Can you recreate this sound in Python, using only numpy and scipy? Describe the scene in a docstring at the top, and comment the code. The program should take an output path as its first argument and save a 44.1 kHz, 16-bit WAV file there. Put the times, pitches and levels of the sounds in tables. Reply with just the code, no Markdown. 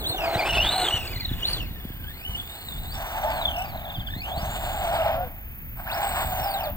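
"""A house driveway and lawn, two microphones: a small radio-controlled truck darts off the concrete,
loops over the grass and comes back in bursts of throttle, about 1 to 7 m away.
Its gears whine, summed from mesh harmonics that flutter once per turn of the spur gear; the knobbly tyres
howl by replaying their tread and squeal as gliding tones; grit and loose parts are dense clicks; bumps thud.
Behind it insects pulse in the trees as gated noise, and light wind buffets the microphones as low noise."""
import sys
import numpy as np
from scipy import signal
from scipy.fft import rfft, irfft, next_fast_len
from scipy.io import wavfile
from scipy.ndimage import uniform_filter1d, map_coordinates

SR = 44100
rng = np.random.default_rng(int(sys.argv[2]) if len(sys.argv) > 2 else 0)


def materialize(psi):
    """Save the field psi as 16-bit PCM at rate SR to the path in sys.argv[1].

    A 1-D psi becomes a single channel; in a 2-D psi each row is a channel.
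    """
    bounded = np.clip(np.atleast_2d(psi).T, -1, 1)
    quanta = np.round(bounded * 32767).astype(np.int16)
    wavfile.write(sys.argv[1], SR, quanta)


N = 298116
TIME = np.arange(N) / SR
CUTOFF_HZ = 16000   # top of the recorded band
# tooth-mesh rates: on arrival, at a crawl, all but stopped, and the speed at which rolling levels are stated
ENTRY_HZ, CRAWL_HZ, STALL_HZ, CRUISE_HZ = 4225, 1605, 704, 4000


def from_db(db):
    """Decibels to gain."""
    return 10 ** (np.asarray(db) / 20)


def rms_one(x):
    """Scale to unit power."""
    return x / np.sqrt(np.mean(x ** 2) + 1e-20)


def in_time(rows):
    """Each column of a table as a curve over all samples; the first column is time."""
    s, *columns = np.transpose(rows)
    return [np.interp(TIME, s, c) for c in columns]


def colour(x, spectrum):
    """Give a signal a spectrum that falls away beyond its end points; unit power."""
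    hz, db = np.transpose(spectrum)
    size = next_fast_len(N)
    f = np.maximum(np.arange(size // 2 + 1) * SR / size, 1)
    edges = np.minimum(1, np.minimum(f / hz[0], hz[-1] / f)) ** 2
    gain = from_db(np.interp(np.log(f), np.log(hz), db)) * edges
    return rms_one(irfft(rfft(x, size) * gain, size)[..., :N])


def drift(rate):
    """Smooth random curve of spread 1 that changes about rate times a second."""
    size = next_fast_len(N)
    f = np.arange(size // 2 + 1) * SR / size
    smooth = rfft(rng.standard_normal(size)) / (1 + (f / rate) ** 4)
    return rms_one(irfft(smooth, size)[:N])


def grains(per_s, spread_db):
    """Random clicks of uneven size and either sign; unit power."""
    unevenness = np.minimum(rng.exponential(1, N), 4)
    sizes = from_db(spread_db * unevenness) * rng.choice([-1, 1], N)
    return rms_one(sizes * (rng.random(N) < per_s / SR))


# wind at the microphones over time: time_s, level_db
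WIND_LEVEL = [(0, -35.5), (.3, -36.5), (.7, -30.5), (1.05, -37), (1.2, -32.5), (1.7, -35), (2.35, -36.5),
              (2.55, -42), (2.8, -36.5), (3.4, -36.5), (4.0, -36.5), (4.8, -37.5), (5.1, -31.5),
              (5.4, -38.5), (6.76, -37)]
# spectrum of the buffeting: frequency_hz, level_db
WIND_SPECTRUM = [(20, -4.5), (40, 1.5), (70, -1.5), (120, -7), (200, -13.5), (320, -21.5), (600, -89)]


def wind(lumpy_db=2.5, apart=0.31):
    """Lumpy low buffeting at the microphones, partly different on each side."""
    level_db, = in_time(WIND_LEVEL)
    common, own = colour(rng.standard_normal((2, N)), WIND_SPECTRUM)
    both_sides = common + apart * own * np.array([[1], [-1]])
    return from_db(level_db) * rms_one(from_db(lumpy_db * drift(4.0))) * both_sides


# spectrum of the far background: frequency_hz, level_db
AIR_SPECTRUM = [(100, -4), (350, -6), (600, -7), (1200, -8.5), (2600, -0.5), (4000, -24), (6000, -23),
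                (9000, -30.5)]


def far_air(level_db=-50):
    """Steady soft noise with a broad spectrum, behind everything else."""
    return from_db(level_db) * colour(rng.standard_normal(N), AIR_SPECTRUM)


# insect chorus in the trees over time: time_s, level_db
INSECT_LEVEL = [(0, -39.5), (0.5, -44), (1.2, -41.5), (1.8, -44), (3.3, -41.5), (4.15, -46), (4.6, -41),
                (5.5, -42.5), (6.35, -34), (6.76, -39)]
# spectrum of the song: frequency_hz, level_db
INSECT_SPECTRUM = [(8000, -45), (10500, -46), (12300, -3.5), (13500, -9.5), (14700, 7), (16000, -3.5)]


def insects(pulse_hz=29, pulse_db=2.0, tooth_hz=235, rasp_db=1.0):
    """Wing strokes pulse a shrill band; the file's teeth rasp inside each stroke."""
    level_db, = in_time(INSECT_LEVEL)
    stroke = np.sin(2 * np.pi * np.cumsum(pulse_hz * (1 + 0.178 * drift(1.47))) / SR)
    teeth = np.sin(2 * np.pi * np.cumsum(tooth_hz * (1 + 0.05 * drift(28.8))) / SR)
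    song = colour(rng.standard_normal(N), INSECT_SPECTRUM) * from_db(pulse_db * stroke + rasp_db * teeth)
    return from_db(level_db) * rms_one(song)


def place(x, left_lead_ms):
    """A sound from one side reaches the two microphones at different times."""
    shift = left_lead_ms / 1000 * SR / 2   # samples, half on each side
    return np.array([map_coordinates(x, [np.arange(N) + side * shift], order=3, mode="nearest")
                     for side in (1, -1)])


def garden(x, t60=0.22, wet_db=-18):
    """Walls and trees scatter a faint tail of the higher sounds, different on each side."""
    t = TIME[:SR // 2]
    tail = rng.standard_normal((2, len(t))) * from_db(-60 * t / t60) * (t > .012)
    band = signal.butter(2, [1500, 9000], "band", fs=SR, output="sos")
    tail = signal.sosfilt(band, tail)
    tail /= np.sqrt(np.sum(tail ** 2, axis=1, keepdims=True))
    return from_db(wet_db) * signal.fftconvolve(x[None], tail, axes=1)[:, :N]


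# the truck lands on bumps, as heard at the microphones, before the mode levels below:
# time_s, level_db, hardness_db_per_octave
BUMPS = [(0.095, -27, -8), (0.354, -21, -2), (0.937, -23, -10), (1.159, -24, -8), (1.219, -39, -1),
         (1.311, -29.5, 6.5), (1.705, -30.5, -1), (1.848, -32, 8), (1.899, -34.5, 6.5), (2.29, -26, -13),
         (3.98, -22, -5), (4.16, -25.5, 2), (4.371, -24, -4), (4.425, -24, -5)]
# modes that a landing rings: frequency_hz, level_db, t60_s
THUD_MODES = [(66, 0.5, 0.047), (107.6, 3.5, 0.069), (180, 0.5, 0.056), (245, -3, 0.039), (340, -8, 0.022),
              (496, -19, 0.014)]


def bumps():
    """A landing thuds in the soft suspension and body shell; a harder one reaches the higher modes."""
    out, t = np.zeros(N + SR), TIME[:SR // 4]
    reference_hz = THUD_MODES[1][0]
    for s, db, hardness_db in BUMPS:
        landing = out[round(s * SR):][:len(t)]
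        for k, (hz, mode_db, t60) in enumerate(THUD_MODES):
            tilt_db = hardness_db * np.log2(hz / reference_hz)
            gain = (-1) ** k * from_db(db + mode_db + tilt_db - 60 * t / t60)
            landing += gain * np.sin(2 * np.pi * hz * t)
    return out[:N]


# part throttle, as heard at the microphones: start_s, length_s, level_db
SWITCHING = [(0.465, 0.642, -56), (5.758, 0.088, -60)]


def controller(switch_hz=8030, fade_s=0.019):
    """At part throttle the speed controller's switching makes the motor sing."""
    gain = 0
    for s, length, db in SWITCHING:
        fade = np.minimum(TIME - s, s + length - TIME) / fade_s
        gain = gain + from_db(db) * np.clip(fade, 0, 1)
    return gain * np.sin(2 * np.pi * switch_hz * TIME)


# a tyre squeals, as heard at the microphones: start_s, length_s, first_pitch_hz, last_pitch_hz, level_db
SQUEALS = [(0.135, 0.03, 796, 727, -21.5), (0.214, .18, 652, 673, -28.5), (0.706, 0.15, 774, 728, -25.5),
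           (3.14, 0.059, 857, 881, -28.5), (3.224, 0.057, 613.6, 645, -26.5), (3.227, .11, 849, 914, -27.5),
           (3.554, 0.1, 666, 797, -29), (4.72, .12, 860, 741.6, -30.5), (4.851, 0.1, 655.8, 727, -26.5),
           (4.963, 0.073, 660.3, 617, -19), (5.041, 0.0964, 691.3, 617, -23), (5.089, .17, 595, 761, -27.5),
           (5.137, 0.15, 593, 489, -35.5), (5.955, 0.16, 833.5, 768, -29), (6.295, 0.23, 718, 791.4, -30),
           (6.521, 0.083, 773, 807.4, -25), (6.637, 0.079, 639, 568.5, -30)]


def squeals(jitter=0.017, rough_db=2.0, octave_db=-16, fade_s=0.024):
    """Rubber sticks and slips at a wavering rate that glides as the load on the tyre shifts."""
    out = np.zeros(N)
    waver = 1 + jitter * drift(42.0)
    rough = rms_one(from_db(rough_db * drift(68.0)))
    for start, length, first_hz, last_hz, db in SQUEALS:
        span = (TIME > start) & (TIME < start + length)
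        t = TIME[span] - start
        pitch_hz = (first_hz + (last_hz - first_hz) * t / length) * waver[span]
        phase = 2 * np.pi * np.cumsum(pitch_hz) / SR
        shape = np.clip(np.minimum(t, length - t) / fade_s, 0, 1)
        out[span] += from_db(db) * shape * (np.sin(phase) + from_db(octave_db) * np.sin(2 * phase))
    return rough * out


# ringing plastic parts of the chassis: frequency_hz, width_hz, level_db
CHASSIS_MODES = [(1543, 10, 3), (2950, 97, 13.5), (3458, 145, 9), (3760, 30, 0), (4250, 790, -11.5),
                 (8920, 150, 4.5)]


def chassis(x, direct=0.51):
    """Vibration is heard directly and through the ringing plastic parts; the power is kept."""
    out = direct * x
    for hz, width_hz, db in CHASSIS_MODES:
        r = np.exp(-np.pi * width_hz / SR)
        zeros = np.array([1, 0, -1]) * (1 - r * r) / 2
        poles = [1, -2 * r * np.cos(2 * np.pi * hz / SR), r * r]
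        out = out + from_db(db) * signal.lfilter(zeros, poles, x)
    return rms_one(out) * np.std(x)


# rolling noises, each: level_db at 1 m and cruising speed, rise_db per doubling of speed, change_db on grass
HOWL_LAW = (-33.5, 5.1, -13.5)
GRIT_LAW = (-32.5, 8.4, -1.7)
RATTLE_LAW = (-31, 7.8, 1.5)
DRUM_LAW = (-40, 5.4, 0.33)
LAWN_FROM_S, LAWN_TO_S, EDGE_S = 1, 2.81, 0.11   # the stretch on grass; time to cross the edge


def rolling(mesh_hz, law):
    """Gain of a rolling noise: it grows with speed, changes on the grass and ends when the truck stops."""
    level_db, doubling_db, grass_db = law
    on_grass = np.clip(np.minimum(TIME - LAWN_FROM_S, LAWN_TO_S - TIME) / EDGE_S + .5, 0, 1)
    road_hz = uniform_filter1d(mesh_hz, size=7000)      # the truck's mass evens out the motor's blips
    moving = np.clip((road_hz - STALL_HZ) / (CRAWL_HZ - STALL_HZ), 0, 1)
    speed_db = doubling_db * np.log2(road_hz / CRUISE_HZ)
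    return moving * from_db(level_db + speed_db + grass_db * on_grass)


# slides on concrete, in turns or as the wheels spin at a start:
# start_s, length_s, howl_level_db at 1 m at the start, swell_db_per_s, grit_db against the howl
SLIDES = [(0.169, 0.31, -19.5, -34, -3.5), (2.954, 0.23, -21, 17, 1), (3.212, 0.75, -13, -17, -4),
          (4.233, 0.9, -21, 7, -4.5), (5.755, 0.043, -39.5, 8, 13.5), (5.858, 0.37, -21.5, 5, 5.5),
          (6.275, 0.35, -20, 9.5, -5.5)]


def sliding(attack_s=0.049, release_s=0.084):
    """Gains of howl and grit in slides: each sets in fast, swells or fades, and dies as the tyres grip."""
    howl, grit = 0, 0
    for start, length, db, swell_db, grit_db in SLIDES:
        t = TIME - start
        shape = np.clip(t / attack_s, 0, 1) * np.exp(-np.maximum(t - length, 0) / release_s)
        gain = shape * from_db(db + swell_db * np.clip(t, 0, length))
        howl, grit = howl + gain, grit + gain * from_db(grit_db)
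    return howl, grit


# stretches where the shell drums louder and the grit shifts in level:
# start_s, length_s, drum_change_db, grit_change_db
DRUMMING_STRETCHES = [(0, 0.46, 12, 0), (0.806, 0.4, 5, 2), (1.41, 0.475, 4, -1), (2.245, 0.11, 2.5, 4)]


def drumming_change():
    """Changes of drumming and grit, in dB, with softened edges."""
    change_db = np.zeros((2, N))
    for s, length, *drum_and_grit_db in DRUMMING_STRETCHES:
        change_db += np.outer(drum_and_grit_db, (TIME >= s) & (TIME < s + length))
    return uniform_filter1d(change_db, size=3000)


# spectra of grit, loose parts, differential and body shell, each: frequency_hz, level_db
GRIT_SPECTRUM = [(450, -14), (700, 15), (1150, 7.5), (1350, 6), (1550, 8.5), (1900, 1), (2400, 2),
                 (3500, -9)]
RATTLE_SPECTRUM = [(1700, 21.5), (2400, 18), (2900, 13.5), (4400, 17), (5500, 1), (7000, 14), (8200, 21),
                   (12000, -32.5)]
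GNASH_SPECTRUM = [(2600, 16), (3500, 16.5), (4600, -12), (5600, -17)]
SHELL_SPECTRUM = [(130, -11), (220, -15.5), (335, 3), (400, 0), (480, -1), (650, -5.5)]


def scrubbing(grit_gain, rattle_gain, drum_gain, gnash_gain, shake_db=2.0):
    """Grit, loose parts and the differential tick densely, the shell drums; the ground shakes them together."""
    shake = rms_one(from_db(shake_db * drift(18.0)))
    drum_db, grit_db = drumming_change()
    grit = grit_gain * from_db(grit_db) * colour(grains(per_s=3000, spread_db=0.0), GRIT_SPECTRUM)
    rattle = rattle_gain * chassis(colour(grains(per_s=6200, spread_db=4.5), RATTLE_SPECTRUM))
    gnash = gnash_gain * colour(grains(per_s=2500, spread_db=3.0), GNASH_SPECTRUM)
    drum = drum_gain * from_db(drum_db) * colour(grains(per_s=660, spread_db=-0.5), SHELL_SPECTRUM)
    return shake * (grit + rattle + gnash + drum)


# resonance of the tyre: frequency_hz, level_db
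TYRE_SPECTRUM = [(400, -18.5), (520, -11), (620, 8), (720, 7), (830, 5), (1000, -13.5), (1400, -60)]
MESHES_PER_TREAD_REPEAT = 60


def tyres(mesh_hz, howl_gain, lumpy_db=2.5, overtones_db=-12):
    """Each tyre replays its own uneven tread, so its lines glide with speed through the tyre's resonance."""
    repeat_hz = np.maximum(mesh_hz, 2200) / MESHES_PER_TREAD_REPEAT
    steering = .09 * drift(2.5)
    tread = 0
    for side in (1, -1):      # one wheel speeds up as the other slows
        profile = irfft(np.exp(2j * np.pi * rng.random(size=257)))
        angle = np.cumsum(repeat_hz * (1 + side * steering)) / SR
        around = np.linspace(0, 1, len(profile), endpoint=False)
        tread = tread + np.interp(angle, around, profile, period=1)
    scrub = .25 * colour(rng.standard_normal(N), TYRE_SPECTRUM)
    overtones = from_db(overtones_db) * colour(tread, GRIT_SPECTRUM)
    howl = colour(tread, TYRE_SPECTRUM) + overtones + scrub
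    howl = howl / np.sqrt(uniform_filter1d(howl ** 2, size=4000) + 1e-6)   # even out the loudness
    return howl_gain * howl * rms_one(from_db(lumpy_db * drift(11.3)))


# bursts of throttle; whine levels are at 1 m, before load, clashes and the gearbox shape them:
# start_s, spin_up_s, hold_s, top_mesh_hz, coast_time_constant_s, power_level_db, coast_level_db
THROTTLE = [(0.046, 0.044, 0.0045, 4245, 0.13, -24.5, -30.5),
            (0.359, 0.033, 0.0043, 2426, 0.09, -26.5, -39), (0.414, 0.094, 0.012, 2810, 0.2, -33, -42),
            (0.564, 0.18, 0.091, 4138, 0.127, -33, -32), (0.914, 0.28, 0.021, 2204, 0.12, -31, -43),
            (1.361, 0.038, 0.0034, 3265, 0.065, -47, -59), (1.421, 0.052, 0.066, 4402, 0.087, -24.5, -41.5),
            (2.045, 0.27, 0.0064, 3080, 0.12, -34.5, -33), (2.341, 0.049, 0.055, 3362, 0.29, -28.5, -35),
            (2.434, 0.17, 0.052, 4197, 0.23, -38, 2), (2.746, 0.077, 0.0084, 4075, 0.15, -40, -11),
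            (2.851, 0.152, 0.254, 5883, 0.239, -33.5, -32.5),
            (3.506, 0.042, 0.075, 2707, 0.13, -21.5, -36.5), (4.077, 0.33, 0.005, 4497, 0.24, -25.5, -29),
            (4.272, 0.25, 0.29, 7206, 0.25, -33, -41.5), (5.805, 0.16, 0.01, 5408, 0.33, -26.5, -25),
            (5.952, 0.1, 0.21, 7995, 0.33, -33.5, -22.5)]
# the brakes go on: start_s
BRAKES = [4.954, 6.533]


def drive(brake_s=.28):
    """Throttle swings the motor up; let go, it coasts to a crawl; brakes stop it. Gives mesh Hz, whine dB."""
    mesh_hz = CRAWL_HZ + (ENTRY_HZ - CRAWL_HZ) * np.exp(-TIME / THROTTLE[0][4])
    whine_db = np.full(N, float(THROTTLE[0][6]))
    for start, spin_up, hold, top_hz, coast, power_db, coast_db in THROTTLE:
        first = int(start * SR)
        t = TIME[first:] - start
        swing = (1 - np.cos(np.pi * np.clip(t / spin_up, 0, 1))) / 2
        momentum = np.exp(-np.maximum(t - spin_up - hold, 0) / coast)
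        driven_hz = mesh_hz[first] * (top_hz / mesh_hz[first]) ** swing
        mesh_hz[first:] = CRAWL_HZ + (driven_hz - CRAWL_HZ) * momentum
        whine_db[first:] = coast_db + (power_db - coast_db) * momentum
        for s in BRAKES:
            if s > start:
                mesh_hz = np.maximum(mesh_hz * np.clip(1 - (TIME - s) / brake_s, 0, 1), STALL_HZ)
    return mesh_hz, uniform_filter1d(whine_db, size=2000)


# the teeth clash as the load on them reverses: start_s, length_s, extra_whine_db
CLASHES = [(0.976, 0.0072, -3), (1.196, 0.025, 14), (1.24, 0.023, 19.5), (1.284, 0.014, 10),
           (1.323, 0.017, 18), (1.596, 0.02, 8.5), (3.414, 0.0194, 18.5), (3.447, 0.021, 19),
           (3.473, 0.023, 22.5), (3.841, 0.02684, 10), (3.891, 0.0339, 16), (3.942, 0.031, 16.5),
           (3.994, 0.028, 18), (4.062, 0.027, 16)]


def clashes(sag_hz=128):
    """The mesh rate is kicked up and drops through a clash: its depth (0-1), extra dB and swing in Hz."""
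    inside, extra_db, swing_hz = 0, 0, 0
    for start, length, db in CLASHES:
        progress = np.clip((TIME - start) / length, 0, 1)
        shape = np.sqrt(4 * progress * (1 - progress))
        inside, extra_db = inside + shape, extra_db + db * shape
        swing_hz = swing_hz + sag_hz * 2 * shape * (1 - 2 * progress)
    return np.minimum(inside, 1), extra_db, swing_hz


# how the gearbox radiates: frequency_hz, level_db
GEARBOX = [(1500, 2), (2200, -4.5), (2700, 9.5), (3400, 7), (4400, 7), (5300, -0.5), (7000, -1.5),
           (8300, 12), (9200, 12), (10500, -3), (12400, 21.5), (15000, -9)]
SPUR_TEETH = 90


def gears(mesh_hz, whine_db, jitter=0.009, rough_db=4.5, overtone_db=-1, loose_db=-4, tight_db=-0.86,
          fast_db=-5, clash_ring_hz=3600, load_db=2.5):
    """The spur gear runs out of true: once a turn the mesh speeds up, then bites and slows; slack teeth chatter."""
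    turn_hz = mesh_hz / SPUR_TEETH * (1 + .5 * drift(20))
    turn = 2 * np.pi * np.cumsum(turn_hz) / SR
    speeding = uniform_filter1d(np.gradient(np.log(mesh_hz)) * SR, size=3000)
    pull = np.clip(speeding / 2, 0, 1)      # under throttle the teeth stay pressed together
    clashing, clash_db, clash_hz = clashes()
    slack = np.clip(2800 / mesh_hz, .7, 1.1) * (1 - .4 * pull) * (1 - clashing)
    flutter = .036 * slack * (1 + .7 * drift(15))
    wander = slack * (.022 * drift(14) + .022 * drift(90))
    hz = (mesh_hz + clash_hz) * (1 + wander + flutter * np.cos(turn) + jitter * drift(375.0))
    phase = 2 * np.pi * np.cumsum(hz) / SR
    bite_db = 5 * slack * np.sin(turn - .9)
    box_hz, box_db = np.transpose(GEARBOX)
    # a fast, hard-driven mesh is purer
    octaves_above_crawl = np.log2(np.maximum(mesh_hz / CRAWL_HZ, 1))
    step_db = loose_db + tight_db * np.clip(speeding, 0, 20) + fast_db * octaves_above_crawl
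    whine = 0
    for k in range(1, 4):      # whichever harmonic meets the gearbox's resonance leads
        fall_db = overtone_db * (k - 1) ** 3 + (k - 1) * step_db
        # a clash changes only what lies near its resonance
        ringing = np.exp(-(2 * np.log2(k * hz / clash_ring_hz)) ** 2)
        radiated_db = np.interp(k * hz, box_hz, box_db)
        gain = from_db(radiated_db + fall_db + clash_db * ringing) * (k * hz < CUTOFF_HZ)
        unsteady = from_db(bite_db - 2 * slack + rough_db * drift(113))
        whine = whine + gain * unsteady * np.sin(k * phase)
    turning = np.clip((mesh_hz - STALL_HZ) / (CRAWL_HZ - STALL_HZ), 0, 1) ** 2
    return chassis(turning * from_db(whine_db + load_db * pull) * whine, direct=3.8)


# the truck's path past the microphones: time_s, distance_m, left_lead_ms
PATH = [(0, 3.96, -0.21), (.45, 1, -0.082), (.8, 0.97, -0.011), (1.1, 2.31, 0.04), (2.1, 4.73, 0.11),
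        (3.2, 6.92, 0.15), (4, 6.75, 0.17), (5, 4.58, 0.13), (6.76, 6.19, 0.12)]


def scene(gnash_db=-12.5, far_lead_ms=0.1504):
    """Motor speed, ground and distance set the running noises; insects and far air share one direction."""
    mesh_hz, whine_db = drive()
    distance_m, left_lead_ms = in_time(PATH)
    slide, slide_grit = sliding()
    howl = tyres(mesh_hz, np.hypot(rolling(mesh_hz, HOWL_LAW), slide))
    grit_gain = np.hypot(rolling(mesh_hz, GRIT_LAW), slide_grit)
    rattle_gain, drum_gain = rolling(mesh_hz, RATTLE_LAW), rolling(mesh_hz, DRUM_LAW)
    ticking = scrubbing(grit_gain, rattle_gain, drum_gain, slide * from_db(gnash_db))
    running = (gears(mesh_hz, whine_db) + howl + ticking) / distance_m
    truck = running + controller() + squeals() + bumps()
    far = insects() + far_air()
    return place(truck, left_lead_ms) + garden(truck) + place(far, far_lead_ms) + wind()


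def record(dry, port_hz=5160, port_q=3.2):
    """The right microphone port turns the phase around its resonance; the top is cut steeply."""
    _, poles = signal.iirpeak(port_hz, port_q, fs=SR)
    right = signal.lfilter(poles[::-1], poles, dry[1])   # all-pass
    top_cut = signal.ellip(12, .1, 90, CUTOFF_HZ, fs=SR, output="sos")
    return signal.sosfilt(top_cut, np.array([dry[0], right]))


dry = scene()
out = record(dry)
materialize(out)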